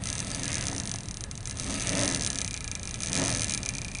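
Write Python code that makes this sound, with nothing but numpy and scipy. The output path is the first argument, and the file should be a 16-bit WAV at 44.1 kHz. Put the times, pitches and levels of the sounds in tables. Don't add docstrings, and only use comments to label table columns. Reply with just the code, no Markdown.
import sys
import numpy as np
from scipy import signal
from scipy.fft import rfft, irfft, next_fast_len
from scipy.io import wavfile

SR = 44100
rng = np.random.default_rng(int(sys.argv[2]) if len(sys.argv) > 2 else 0)


def dump_mix(stems):
    frames = np.atleast_2d(stems).T
    limited = np.clip(frames, -1, 1)
    pcm = np.round(limited * 32767).astype(np.int16)
    wavfile.write(sys.argv[1], SR, pcm)


N = 176400

# (t/s, rate/(links per second))
CHAIN_SPEED = [(0, 62), (.35, 87), (.55, 82.6), (.8, 56), (1.05, 39), (1.3, 33.5), (1.45, 41), (1.62, 87),
               (2.0, 96), (2.32, 70), (2.85, 45.5), (3.05, 79.6), (3.27, 95), (3.62, 66), (4, 52.6)]
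# (t/s, level/dB)
RATTLE_LEVEL = [(0, -50), (.07, -43.5), (.6, -46.5), (.8, -51.5), (1.45, -57.5), (1.66, -44), (1.8, -40),
                (2.0, -42), (2.25, -53), (2.95, -51.5), (3.17, -48), (3.35, -46.5), (3.7, -53.5),
                (4, -48.5)]
# (f/Hz, level/dB)
RATTLE_EQ = [(700, -12.5), (1450, -0.5), (2000, 7), (3200, 0), (5000, 1.5), (6200, -18), (7800, -5),
             (10500, -4)]
# (f/Hz, width/Hz, level/dB)
STEEL_MODES = [(1299, 68, -2), (2070, 200, -3), (2707, 94, -6.5), (2964, 79, -5.5), (3520, 240, -14),
               (3920, 78, 1), (6290, 580, -6), (7530, 310, -10.5), (8680, 840, -6), (9390, 120, -2.5),
               (10030, 143, -7.5)]
# (t/s, level/dB)
DRONE_LEVEL = [(0, -49.5), (.3, -44), (.74, -42), (1.05, -53), (1.42, -60.5), (1.72, -39), (1.82, -44),
               (2.02, -32), (2.12, -37.5), (2.35, -46.5), (2.6, -54.5), (2.98, -52), (3.22, -32.5),
               (3.45, -44), (4, -52.5)]
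# (f/Hz, width/Hz, level/dB)
FRAME_MODES = [(272.6, 13, 10), (353.6, 25.6, 1), (402, 74, -3.5), (528.4, 42, -0.5), (586, 35, 1),
               (686, 70, 0.5), (855, 130, -4.5), (1075, 300, -10), (1280, 60, -6.5), (1850, 270, -6.5)]
# (f/Hz, level/dB)
RUMBLE_EQ = [(75, -10.5), (98, 1.5), (117, 4.5), (140, -6), (165, 1), (200, 1), (260, -8.5), (600, -31)]
# (f/Hz, level/dB)
WIND_EQ = [(29, -2.5), (115, 0), (200, -18), (1000, -26.5), (10000, -49)]
# (t/s, level/dB)
HARD_HITS = [(0.038, -15), (0.057, -12), (0.0721, -13), (0.0884, -15), (0.1017, -12.5), (0.1289, -11),
             (0.1538, -15), (0.1813, -14.5), (0.1923, -15), (0.2031, -11.5), (0.2474, -18.5), (0.316, -15),
             (0.3478, -12), (0.396, -16.5), (0.434, -13), (0.4435, -16.5), (0.4557, -11.5), (0.4803, -12),
             (0.5044, -18), (0.518, -15.5), (0.5302, -12), (0.5437, -11.5), (0.555, -10), (0.5702, -17),
             (0.5825, -13.5), (0.6105, -13), (0.626, -15.5), (0.6398, -16), (0.655, -15), (0.669, -10.5),
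             (0.6839, -13), (0.6989, -20), (0.715, -18.5), (0.731, -18.5), (0.7492, -19), (0.764, -15.5),
             (0.7815, -13.5), (0.8006, -12), (0.8358, -20), (0.8556, -16), (0.8749, -12.5), (0.8945, -15.5),
             (0.9155, -12), (0.94, -15.5), (0.9592, -15), (0.9863, -19.5), (1.0068, -20.5), (1.034, -23.5),
             (1.0576, -22.5), (1.0863, -19), (1.1111, -17), (1.1432, -20.5), (1.1712, -18), (1.2081, -17),
             (1.2393, -16), (1.3132, -16.1), (1.3544, -24), (1.377, -19), (1.4067, -24.5), (1.4298, -27),
             (1.4564, -16.5), (1.474, -13), (1.4971, -16), (1.511, -15), (1.572, -18.5), (1.5872, -21.5),
             (1.5984, -11.5), (1.6228, -19), (1.6442, -17.5), (1.6867, -21), (1.6978, -16.5), (1.7073, -15),
             (1.7254, -17), (1.7422, -13.5), (1.7786, -22), (1.7986, -15), (1.807, -15.5), (1.8179, -16),
             (1.8236, -13), (1.8365, -19), (1.872, -10.5), (1.882, -17), (1.8937, -8.5), (1.901, -16),
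             (1.921, -17), (1.932, -15), (1.9528, -10.5), (1.9728, -10.5), (1.982, -14), (1.9934, -9),
             (2.0032, -14), (2.0129, -9), (2.0243, -12), (2.0345, -8.3), (2.047, -12), (2.0568, -11),
             (2.0784, -7.5), (2.09, -13), (2.101, -13.5), (2.1128, -12.5), (2.1243, -12), (2.1361, -15),
             (2.1476, -7), (2.1607, -10.5), (2.173, -14.5), (2.196, -16), (2.21, -13.5), (2.2226, -10.5),
             (2.2356, -13.5), (2.2482, -10), (2.264, -6.5), (2.2742, -10), (2.3027, -9.5), (2.331, -15.5),
             (2.3468, -18.5), (2.3576, -11.5), (2.3767, -20), (2.3871, -9.5), (2.406, -16.5), (2.4162, -9),
             (2.4467, -11.5), (2.478, -12.5), (2.51, -15), (2.5309, -20.5), (2.5422, -12.5), (2.5653, -19),
             (2.5759, -17), (2.6071, -16.5), (2.6438, -15.5), (2.6784, -15), (2.7153, -13), (2.753, -12.5),
             (2.7963, -21.5), (2.832, -16.5), (2.8547, -19.5), (2.8749, -15.5), (2.9103, -18.5),
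             (2.9427, -13), (3.005, -14), (3.0217, -15), (3.0343, -9.5), (3.0473, -18), (3.0603, -15.5),
             (3.072, -14), (3.0849, -15.5), (3.097, -16.5), (3.119, -16), (3.1313, -9), (3.1438, -13),
             (3.1537, -8), (3.1654, -9), (3.1759, -7.5), (3.1867, -11), (3.1976, -10.5), (3.2092, -18),
             (3.2186, -11.5), (3.2304, -16), (3.2392, -10), (3.251, -12), (3.2596, -9.5), (3.2718, -12.5),
             (3.2811, -9), (3.2935, -12), (3.3033, -9.5), (3.316, -13), (3.3263, -11.5), (3.3392, -17),
             (3.3489, -9.5), (3.3615, -15), (3.372, -12), (3.3847, -18), (3.3955, -11), (3.408, -12.9),
             (3.4196, -8.5), (3.4334, -11), (3.4448, -9.5), (3.457, -21), (3.4696, -17), (3.483, -15.5),
             (3.4965, -10.5), (3.5088, -11), (3.5221, -11.5), (3.5379, -10), (3.548, -8.5), (3.5766, -11.5),
             (3.6318, -13.5), (3.6521, -20), (3.6608, -11.5), (3.6811, -24), (3.69, -9), (3.738, -18.5),
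             (3.752, -16), (3.7692, -21.9), (3.784, -15), (3.8174, -17.5), (3.8475, -15.5), (3.8828, -18.5),
             (3.9163, -23.5), (3.95, -14), (3.9866, -18.5)]
# (f/Hz, level/dB)
TICK_EQ = [(1500, -17.5), (2300, -14.5), (3400, -1.5), (5300, 1.2), (5900, 4), (6200, 10.5), (6600, 3.5),
           (7200, -1), (10300, -5)]
# (f/Hz, level/dB)
CHIME_MODES = [(1665, -1.5), (1741, -4), (2008, -3), (2735, -5), (3933, -7), (7381, -10.5), (9226, -2)]
# (t/s, level/dB)
PLATE_SEND = [(.5, 2), (1.4, 4.5), (2.3, 4.5), (2.55, 15.5), (3.35, 7.5), (3.6, 14), (4, 21.5)]
# (f/Hz, width/Hz, level/dB)
PLATE_MODES = [(2310, 31, 3.5), (2414, 27, 4)]
# (t/s, level/dB)
SQUEAK_PEAKS = [(.333, -43), (1.762, -42)]
# (t/s, level/dB)
CHATTER_PEAKS = [(.56, -43), (1.96, -44), (3.21, -46)]
# (t/s, level/dB)
SLACK_KNOCKS = [(.728, -27.5), (.946, -30.5)]
# (t/s, level/dB)
GROAN_LEVEL = [(1.86, -46), (1.98, -39.5), (2.04, -33), (2.075, -73)]


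def from_db(db):
    return 10 ** (np.asarray(db) / 20)


def rms_one(x):
    return x / np.sqrt(np.mean(x ** 2) + 1e-20)


def automation(rows):
    return np.interp(np.arange(N) / SR, *np.transpose(rows))


def swells(peaks, fade_s):
    t = np.arange(N) / SR
    return sum(from_db(db) * np.exp(-((t - s) / fade_s) ** 2) for s, db in peaks)


def equalise(x, points):
    size = 2 * next_fast_len(N)
    hz, db = np.transpose(points)
    grid_hz = np.maximum(np.arange(size // 2 + 1) * SR / size, 1)
    gain = from_db(np.interp(np.log(grid_hz), np.log(hz), db))
    cepstrum = irfft(np.log(gain))
    cepstrum[1:size // 2] *= 2
    cepstrum[size // 2 + 1:] = 0
    return irfft(rfft(x, size) * np.exp(rfft(cepstrum)))[:N]


def resonate(x, hz, width_hz):
    r = np.exp(-np.pi * width_hz / SR)
    feedback = [1, -2 * r * np.cos(2 * np.pi * hz / SR), r * r]
    return signal.lfilter(np.array([1, 0, -1]) * (1 - r * r) / 2, feedback, x + 1e-18)


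def band(x, hz, width_hz):
    return resonate(resonate(x, hz, width_hz), hz, width_hz)


def body(x, modes):
    return sum((-1) ** k * from_db(db) * resonate(x, hz, width)
               for k, (hz, width, db) in enumerate(modes))


def scatter(hits, t60_s):
    decay = from_db(-60 / (t60_s * SR)) ** 2
    energy = signal.lfilter([1 - decay], [1, -decay], hits ** 2 + 1e-18)
    return np.sqrt(energy) * rng.standard_normal(N)


def roller_grains(per_link=40, spread_db=5.5):
    contacts = rng.random(N) < per_link * automation(CHAIN_SPEED) / SR
    polarity = rng.choice([-1, 1], N)
    strength = from_db(spread_db * np.minimum(rng.exponential(1, N), 4))
    return contacts * polarity * strength


def roller_rattle(grains):
    grit = from_db(0.5) * rms_one(equalise(grains, RATTLE_EQ))
    ring = from_db(-2) * rms_one(body(grains, STEEL_MODES))
    return from_db(automation(RATTLE_LEVEL)) * (grit + ring)


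def follow_drone(mean_db, depth):
    drone_db = automation(DRONE_LEVEL)
    return from_db(mean_db + depth * (drone_db - drone_db.mean()))


def frame_drone(trim_db=-1):
    drone = rms_one(body(rng.standard_normal(N), FRAME_MODES))
    drone *= from_db(automation(DRONE_LEVEL) + trim_db)
    rumble = rms_one(equalise(rng.standard_normal(N), RUMBLE_EQ))
    return drone + follow_drone(mean_db=-41, depth=0.58) * rumble


def mesh_hum(waver_depth=0.0118):
    waver = signal.resample(rng.standard_normal(160), N)
    link_hz = automation(CHAIN_SPEED) * (1 + waver_depth * waver)
    phase = 2 * np.pi * np.cumsum(link_hz) / SR
    harmonics = sum(np.sin(k * phase + rng.uniform(0, 2 * np.pi)) for k in range(2, 8))
    hum = body(harmonics, FRAME_MODES) + 0.5 * np.sin(2 * phase)
    return follow_drone(mean_db=-54.5, depth=1.3) * rms_one(hum)


def wind(level_db=-40, low_cut_hz=18):
    air = equalise(rng.standard_normal(N), WIND_EQ)
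    low_cut = signal.butter(2, low_cut_hz, "high", fs=SR, output="sos")
    return from_db(level_db) * rms_one(signal.sosfilt(low_cut, air))


def link_hits(soft_db=-28.5, spread_db=4, jitter_links=0.063):
    times, hard_db = np.transpose(HARD_HITS)
    hard_at = np.sort(np.clip((times * SR).astype(int), 0, N - 1))
    speed = automation(CHAIN_SPEED)
    links_passed = np.cumsum(speed) / SR
    hits = np.zeros(N)
    for start, end in zip(links_passed[hard_at], links_passed[hard_at[1:]]):
        steps = max(int(round(end - start)), 1)
        links = np.linspace(start, end, steps + 1)[1:-1]
        timing, force = rng.standard_normal((2, 20))[:, :len(links)]
        soft_at = np.searchsorted(links_passed, links + jitter_links * timing)
        hits[np.minimum(soft_at, N - 1)] = from_db(soft_db + spread_db * force)
    hits *= (speed / speed.mean()) ** 1.5
    hits[hard_at] = from_db(hard_db)
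    return hits


def clacks(hits, variation=0.38, chime_q=210):
    tick = equalise(hits + variation * scatter(hits, t60_s=0.009), TICK_EQ)
    shake = scatter(hits, t60_s=0.047)
    ring = body(shake, STEEL_MODES)
    chime = body(shake, [(hz, hz / chime_q, db) for hz, db in CHIME_MODES])
    return from_db(9) * tick + from_db(11.5) * ring + from_db(19.5) * chime


def plate_ping(hits, delay_s=0.002696, hz=2402, width_hz=213):
    send = hits * from_db(automation(PLATE_SEND))
    samples = np.arange(N)
    delayed = np.interp(samples - delay_s * SR, samples, send, left=0)
    shake = resonate(delayed, hz, width_hz)
    ping = resonate(shake, hz, width_hz)
    tail = sum(from_db(db) * resonate(shake, mode_hz, width) for mode_hz, width, db in PLATE_MODES)
    return ping + tail


def squeaks():
    rub = band(rng.standard_normal(N), hz=4720, width_hz=240)
    return swells(SQUEAK_PEAKS, fade_s=0.009) * rms_one(rub)


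def link_chatter(grains):
    mids = band(grains, hz=1965, width_hz=1700)
    return swells(CHATTER_PEAKS, fade_s=0.13) * rms_one(mids)


def slack_knocks():
    pushes = np.zeros(N)
    for s, db in SLACK_KNOCKS:
        pushes[int(s * SR)] = from_db(db)
    thuds = band(pushes, hz=700, width_hz=540)
    return thuds * pushes.max() / np.abs(thuds).max()


def frame_groan():
    tone = band(rng.standard_normal(N), hz=590, width_hz=55)
    compressed = tone / np.sqrt(np.abs(signal.hilbert(tone)) + 1e-12)
    t = np.arange(N) / SR
    gate = (t > GROAN_LEVEL[0][0]) & (t < GROAN_LEVEL[-1][0])
    return from_db(automation(GROAN_LEVEL)) * gate * rms_one(compressed)


def scene():
    hits = link_hits()
    impacts = clacks(hits) + plate_ping(hits)
    grains = roller_grains()
    texture = roller_rattle(grains) + squeaks() + link_chatter(grains)
    frame = frame_drone() + mesh_hum() + frame_groan()
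    return (impacts + texture + frame + slack_knocks() + wind())[None]


def record(dry):
    high_cut = signal.firwin(91, 10500, window=("kaiser", 6), fs=SR)
    return signal.fftconvolve(dry, high_cut[None], "same", axes=1)


dry = scene()
out = record(dry)
dump_mix(out)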